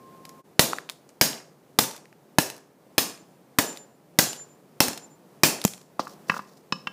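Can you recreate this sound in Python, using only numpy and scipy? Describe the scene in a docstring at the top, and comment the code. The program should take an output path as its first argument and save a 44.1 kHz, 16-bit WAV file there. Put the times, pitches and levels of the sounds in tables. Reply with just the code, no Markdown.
"""A claw hammer smashes a phone on a pebbled concrete patio, so close that the microphone overloads.
The shell cracks, the slab thumps, the fenced yard echoes and splinters land all around.
Some blows set the steel claw ringing. A quick crush sounds bright; a hard push thumps higher.
The wreck flips and falls back, then the hammer is set down on the pebbles and rocks to rest.
Distant traffic hums underneath."""
import sys
import numpy as np
from scipy import signal
from scipy.fft import rfft, irfft
from scipy.io import wavfile
from scipy.ndimage import uniform_filter1d

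SR = 44100
rng = np.random.default_rng(int(sys.argv[2]) if len(sys.argv) > 2 else 0)


def int16_out(signal):
    """Quantize to a 16-bit WAV file."""
    q = np.round(np.clip(np.atleast_2d(signal).T, -1, 1) * 32767)
    wavfile.write(sys.argv[1], SR, q.astype(np.int16))


N = 305172
SHOT = 8192  # samples in one short hit
T, TIME = np.arange(SHOT) / SR, np.arange(N) / SR  # seconds within one hit, and within the scene

# The hammer blows, with one soft rebound and, last, the wreck falling back. Each row: start in seconds,
# relative level in dB, crush time in seconds, knock boost in dB, pitch of the case in Hz,
# pitch of the struck spot in Hz, thump level in dB.
BLOWS = [ (0.594, -0.5, 0.0047, 4.5, 602, 3800, -11), (1.2122, -3.5, 0.0074, -0.5, 640, 1970, -14),
         (1.7883, -3, .004, 3.5, 447, 888, -15.5), (2.3849, -4.5, 0.0036, 10, 302, 1690, -10.5),
         (2.981, -5.5, 0.006, 0.5, 298, 1130, -22.5), (3.5865, -5.5, 0.0052, 10, 283, 1686, -22),
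         (4.1880, -2.5, 0.006, -1, 680, 6220, -13.5), (4.804, -3.5, 0.0059, 5, 262, 864, -16.5),
         (4.883, -21.5, 0.0012, 11, 600, 2400, -34), (5.4344, -2, 0.0086, 1.5, 330, 2490, -16),
         (5.6504, -11, 0.001, 5, 460, 7000, -6.5)]
# The tone of a plastic or glass chip hitting stone. Each row: frequency in Hz, relative level in dB.
TICK = [(40, -36), (200, -8.5), (2000, -4), (6000, -5.5), (12000, -9), (15000, -15.5)]


def undb(db):
    """Turn decibels into a factor to multiply by."""
    return 10 ** (np.asarray(db) / 20)


def unit(x):
    """Scale a sound to the energy of one millisecond at full level."""
    return x * np.sqrt(SR / 1000 / np.sum(x ** 2))


def fade(t, t60):
    """A smooth dying away that is 60 dB down after t60 seconds."""
    return np.exp(-np.log(1000) * t / t60)


def add(out, start_s, x):
    """Mix x into out at the given time."""
    i = int(start_s * SR)
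    out[i:i + len(x)] += x[:len(out) - i]


def axis_hz(size):
    """The frequencies that make up a sound of this many samples."""
    return np.maximum(np.fft.rfftfreq(size, 1 / SR), 1)


def shape(points, hz):
    """Join (Hz, value) points into a curve, giving each octave the same room."""
    point_hz, value = np.transpose(points)
    return np.interp(np.log(hz), np.log(point_hz), value)


def hump(hz, centre_hz, octaves):
    """A bell-shaped curve: 1 at its centre, half at the given number of octaves away."""
    return 1 / (1 + (np.log2(hz / centre_hz) / octaves) ** 2)


def colour(x, db):
    """Turn each frequency of a hit up or down by the curve db."""
    cepstrum = irfft(np.log(undb(db)))
    # folding onto the first half makes the filter ring after the hit, not before it
    cepstrum[1:SHOT // 2] *= 2
    cepstrum[SHOT // 2 + 1:] = 0
    return irfft(rfft(x) * np.exp(rfft(cepstrum)))


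def high_pass(x, hz):
    """Turn down what lies below hz."""
    return signal.sosfilt(signal.butter(2, hz, "high", fs=SR, output="sos"), x)


def walk(rate):
    """A random drift of about 1 up or down that takes a new course rate times a second."""
    step = int(SR / rate)
    stairs = np.repeat(rng.standard_normal(N // step + 1), step)[:N]
    drift = uniform_filter1d(stairs, step)
    return drift / drift.std()


def grains(seconds, spread_db):
    """A dying burst of tiny clicks; a wider spread makes their sizes more unequal."""
    return rng.standard_normal(SHOT) * undb(spread_db * rng.standard_normal(SHOT)) * np.exp(-T / seconds)


def outdoors():
    """A background of distant traffic and hiss; a thin whine stops early, as the level dips briefly."""
    # The tone of the background noise. Each row: frequency in Hz, relative level in dB.
    background_tone = [(30, -27.5), (65, -17), (100, -16), (145, 2), (220, -2), (400, -2.5), (800, -10),
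                       (1500, -19.5), (3400, -27.5), (8000, -29.5), (15000, -30.5)]
    # How the background noise swells and sinks, with soft rustles of movement near the end.
    # Each row: time in seconds, relative level in dB.
    background_level = [(0.47, -56.5), (3.0, -57), (3.77, -55.5), (3.94, -57), (5.48, -54), (5.88, -57.5),
                        (6.25, -51), (6.54, -57), (6.92, -53)]
    dip_s, dip_width_s, dip_db = 0.427, 0.015, -22
    whine_hz, whine_db = 1060, -54.5
    before_dip = TIME < dip_s
    noise = irfft(rfft(rng.standard_normal(N)) * undb(shape(background_tone, axis_hz(N))), N)
    background_db = np.interp(TIME, *np.transpose(background_level)) + 0.5 + 4.5 * before_dip
    background = noise / noise.std() * undb(background_db + 0.68 * walk(11))
    cycles = np.cumsum(whine_hz * (1 + .0025 * walk(70))) / SR
    whine = np.sqrt(2) * np.sin(2 * np.pi * cycles) * undb(whine_db + 2 * walk(55)) * before_dip
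    dip = undb(dip_db * np.exp(-((TIME - dip_s) / dip_width_s) ** 2))
    return (background + whine) * dip


def splinters():
    """Pieces clack on stone, ring briefly and skitter to rest; smaller ones ring higher and tick more."""
    # The larger pieces landing. Each row: start in seconds, level in dB, ringing pitch in Hz.
    pieces = [ (0.2528, -34, 5600), (0.2923, -37, 4820), (0.7326, -14.5, 1280), (0.7851, -22, 1666),
              (0.891, -28.5, 2400), (.8975, -22.5, 3700), (1.0914, -43, 5950), (1.331, -30, 2905),
              (2.0556, -45, 1860), (2.1276, -45.5, 1920), (3.7727, -32, 3500), (4.331, -27.5, 3000),
              (5.616, -25.5, 3690), (5.641, -19.5, 5000), (5.736, -31.5, 3300)]
    even_hz, tick_db_per_octave = 3500, 14  # at even_hz the tick is as strong as the body
    out, hz = np.zeros(N), axis_hz(SHOT)
    for start_s, db, ring_hz in pieces + chips(count=2):
        ring = np.sin(2 * np.pi * ring_hz * T) * fade(T, t60=0.01)
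        clack = colour(grains(.0005, spread_db=2), 45 * hump(hz, ring_hz, octaves=1.5))
        body = unit(.8 * unit(ring) + unit(clack))
        skitter = unit(grains(.002, spread_db=7)) + .5 * unit(grains(.012, spread_db=12))
        tick = colour(skitter, shape(TICK, hz))
        tick_db = tick_db_per_octave * np.log2(ring_hz / even_hz)
        add(out, start_s, undb(db) * unit(body + undb(tick_db) * unit(tick)))
    return out


def ripple(width_hz):
    """The many weak resonances of a broken part, as a random wavy curve across the frequencies."""
    size = max(int(width_hz * SHOT / SR), 1)
    jagged = rng.standard_normal(SHOT // 2 + 1)
    curve = uniform_filter1d(uniform_filter1d(jagged, size), size)
    return curve / curve.std()


def blows():
    """Each blow cracks the shell, with a tone set by the spot it hits, thumps the slab and sprays crumbs."""
    # The tone of the breaking shell. 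Each row: frequency in Hz, relative level in dB.
    crack_tone = [(40, -33.5), (120, -5), (250, 3.5), (600, 4), (1300, 0), (2600, 1.5), (3500, -0.5),
                  (5500, -1), (8000, -4.5), (11000, -5), (15000, -5.5)]
    # The pitches at which the shell rings on every blow. Each row: pitch in Hz, boost in dB.
    shell_rings = [(880, 1.5), (1680, 4), (3560, 0), (4200, 2), (5410, 2.5), (6200, 1)]
    usual_crush_s = .005
    full_thump_hz, thump_db_per_octave = 234, 24.5  # a thump of 0 dB has the pitch full_thump_hz
    out, hz = np.zeros(N), axis_hz(SHOT)
    click = 1. * (T == 0)
    shell_db = sum(db * hump(hz, ring_hz, octaves=.08) for ring_hz, db in shell_rings)
    for start_s, db, crush_s, knock_db, case_hz, spot_hz, thump_db in BLOWS:
        # a quick crush is bright, a long one sends more into the yard
        doublings = np.log2(crush_s / usual_crush_s)
        treble_db = 2 - 3.5 * doublings
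        yard_db = -7 + 3.5 * doublings
        spot_db = 2.5 * hump(hz, case_hz, octaves=0.23) + 5 * hump(hz, spot_hz, octaves=0.099)
        ripple_db = 2.2 * ripple(width_hz=110) * hump(hz, 5000, octaves=1.6)
        tone_db = knock_db * hump(hz, 550, octaves=1.6) + treble_db * hump(hz, 9400, octaves=1.0)
        spectrum_db = shape(crack_tone, hz) + shell_db + spot_db + ripple_db + tone_db
        # the hammer's face lands, the case gives way, then loose parts buzz against each other
        landing = 0.41 * unit(click) + .6 * unit(grains(0.001, spread_db=3.5))
        crush = unit(grains(crush_s, spread_db=6))
        buzz = 0.19 * unit(grains(0.013, spread_db=-0.5))
        crack = undb(db + 4.0) * unit(colour(landing + crush + buzz, spectrum_db))
        # a harder push stiffens the contact with the slab and raises the thump's pitch
        thump_hz = full_thump_hz * 2 ** (thump_db / thump_db_per_octave)
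        thump = undb(thump_db) * np.cos(2 * np.pi * thump_hz * T) * fade(T, t60=0.036)
        spray = colour(grains(.06, spread_db=15), shape(TICK, hz) + 2 * ripple_db)
        crumbs = undb(db - 14) * unit(spray)
        # the flattened case gives one dull knock against the slab
        knock = undb(db + knock_db - 14.5) * unit(np.sin(2 * np.pi * case_hz * T) * fade(T, t60=0.034))
        add(out, start_s, crack + knock + thump + crumbs)
        # the yard echoes the whole blow as one sharp bang
        bang = undb(db + 6.0) * unit(colour(click, spectrum_db))
        add(out, start_s, undb(yard_db) * yard(bang + 0.28 * thump))
    return out


def yard(x):
    """Fence and house wall scatter the sound, differently for each spot; the highest tones die first."""
    # The yard's echo. Each row: frequency in Hz, relative level in dB, seconds to fade by 60 dB.
    bands = [(60, -10.5, .25), (149, 8.5, 0.37), (357, -5, 0.55), (790, -5.5, 0.5), (1820, -8.5, 0.43),
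             (4030, -3.5, 0.36), (7000, 2, 0.35), (11200, 2, 0.29), (15000, 6.5, 0.2)]
    t = np.arange(SR // 2) / SR
    hz, noise = axis_hz(len(t)), rfft(rng.standard_normal(len(t)))
    centres_hz = [row[0] for row in bands]
    echo = 0
    for (_, db, t60), share in zip(bands, np.eye(len(bands))):
        band = irfft(noise * np.interp(np.log(hz), np.log(centres_hz), share), len(t))
        echo = echo + undb(db) * band * fade(t, t60)
    echo = echo * (1 - np.exp(-(t / 0.012) ** 2))  # the echo takes a moment to build
    return signal.fftconvolve(x, echo / np.sqrt(np.sum(echo ** 2)))


def chips(count):
    """List the chips each blow throws; the longer one flies, the farther and fainter it lands."""
    shortest_s, longest_s = 0.1, 0.21
    chip_db, loss_db_per_s, typical_hz = -25, 72.5, 3300
    rows = []
    for start_s, blow_db, *_ in BLOWS:
        for throw, size in rng.random((count, 2)):
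            flight_s = shortest_s + throw * (longest_s - shortest_s)
            landing_db = blow_db + chip_db - loss_db_per_s * flight_s
            ring_hz = typical_hz * 2 ** (1 - 2 * size)
            rows.append((start_s + flight_s, landing_db, ring_hz))
    return rows


def claw():
    """The steel claw rings at two close pitches that throb; its sound sweeps past the microphone."""
    # The claw singing as the hammer swings back up. Each row: start in seconds, level in dB.
    rings = [(2.9807, -59.5), (3.587, -45.5), (4.189, -40.5), (4.8041, -47.5)]
    claw_hz, throb_hz, facing_s = 7148, 8.6, 0.11
    out = np.zeros(N)
    t = np.arange(SR // 2) / SR - facing_s  # zero when the claw faces the microphone
    pair = np.sin(2 * np.pi * claw_hz * t) + .75 * np.sin(2 * np.pi * (claw_hz + throb_hz) * t)
    sweep = np.exp(-(t / np.where(t < 0, .08, .14)) ** 2)  # swells quickly, leaves more slowly
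    for start_s, db in rings:
        add(out, start_s, undb(db) * pair * sweep)
    flicker = undb(4 * walk(32))
    return out * flicker


def touches():
    """List the hammer's touches on the ground: each set-down, then softer rocking that slows down."""
    # The hammer set down on the pebbles. Each row: start in seconds, level in dB, favoured pitch in Hz,
    # grit level in dB against the touch, number of rocking taps, seconds to the first of them.
    set_downs = [(5.9942, -11, 820, -7.5, 1, .075), (6.2965, -6.5, 2050, -26, 4, .0215),
                 (6.723, -11.5, 4430, -31, 1, 0), (6.8709, -16, 2600, -44, 0, 0)]
    rock_db, rock_hz, rock_grit_db, slowing = -15, 1280, -21, 1.07
    rows = []
    for start_s, db, centre_hz, grit_db, count, gap_s in set_downs:
        rows.append((start_s, db, centre_hz, grit_db))
        for delay_s in np.cumsum(gap_s * slowing ** np.arange(round(count))):
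            rows.append((start_s + delay_s, db + rock_db, rock_hz, rock_grit_db))
    return rows


def clinks():
    """The hammer chatters on the pebbles; the spot that touches decides which of its pitches ring most."""
    # The ringing of head and handle. Each row: pitch in Hz, relative level in dB, seconds to fade 60 dB.
    hammer_rings = [(194, 8.5, 0.085), (521, 3.5, 0.21), (816, 4, 0.062), (1027, 9.5, 0.044),
                    (1182, 7, 0.143), (1433, 1, 0.042), (1665, -1.5, 0.17), (1885, -3, 0.023),
                    (2623, -0.5, 0.094), (3050, -8, 0.17), (4450, -36.5, 0.045), (5040, -19, 0.053),
                    (5310, -5.5, 0.092), (4900, -25, 0.038), (7300, -23, .12), (7300, -37, 0.16)]
    # The tone of sand under steel. Each row: frequency in Hz, relative level in dB.
    grit_tone = [(40, -23), (300, 15), (2500, -4), (5200, 4), (8000, -10), (12000, -22), (15000, -14)]
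    out, hz = np.zeros(N), axis_hz(SHOT)
    for start_s, db, centre_hz, grit_db in touches():
        ring = np.zeros(SHOT)
        for ring_hz, ring_db, t60 in hammer_rings:
            # the ground shifts the pitch a little and muffles the head, leaving a weak ring
            shifted_hz = ring_hz * (1 + .012 * rng.standard_normal())
            decay = fade(T, t60=0.017) + 0.09 * fade(T, t60)
            strength = undb(ring_db + 24.3 * hump(ring_hz, centre_hz, octaves=1.0))
            ring += strength * decay * np.sin(2 * np.pi * (shifted_hz * T + rng.random()))
        chatter_db = 30 * hump(hz, centre_hz, octaves=0.76) + shape(grit_tone, hz) / 2
        chatter = colour(grains(0.0036, spread_db=0.5), chatter_db)
        contact = (unit(ring) + 0.4 * unit(chatter)) * (1 - np.exp(-T / 0.0012))
        grit = colour(grains(0.014, spread_db=-0.5), shape(grit_tone, hz))
        thud = np.sin(2 * np.pi * 195 * T) * fade(T, t60=0.017) * (1 - np.exp(-T / 0.0051))
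        clink = unit(contact) + undb(grit_db) * unit(grit) + undb(-14) * unit(thud)
        add(out, start_s, undb(db) * clink)
    return high_pass(out, hz=124)


def scrapes():
    """The steel head drags over loose sand between the clinks."""
    # The hammer dragging. Each row: start in seconds, end in seconds, level in dB.
    drags = [(6.005, 6.154, -48), (6.261, 6.402, -46), (6.376, 6.638, -59.5)]
    # The tone of the dragged sand. Each row: frequency in Hz, relative level in dB.
    sand_tone = [(40, -25), (500, 15.5), (2500, -7.5), (5200, 5), (9000, -5.5), (15000, -6)]
    crunch = rng.standard_normal(N) * undb(8 * rng.standard_normal(N) + 4 * walk(120))
    sand = irfft(rfft(crunch) * undb(shape(sand_tone, axis_hz(N))), N)
    loudness = np.zeros(N)
    for start_s, end_s, db in drags:
        add(loudness, start_s, undb(db) * signal.windows.tukey(int((end_s - start_s) * SR)))
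    return loudness * sand / sand.std()


def scene():
    """Everything on the patio, with its echo, in one channel."""
    bits = high_pass(splinters(), hz=200)
    steel = clinks() + scrapes()
    echo = yard(undb(-13.5) * bits + undb(-13) * steel)[:N]
    return (blows() + claw() + bits + steel + echo + outdoors())[None]


def record(dry):
    """The microphone thins the deep bass and overloads on the peaks; the highest treble is cut."""
    top_hz = 15450
    thin = high_pass(dry, hz=67)
    overloaded = thin / (1 + thin ** 4) ** (1 / 4)
    return signal.sosfilt(signal.ellip(10, .2, 70, top_hz, fs=SR, output="sos"), overloaded)


dry = scene()
out = record(dry)
int16_out(out)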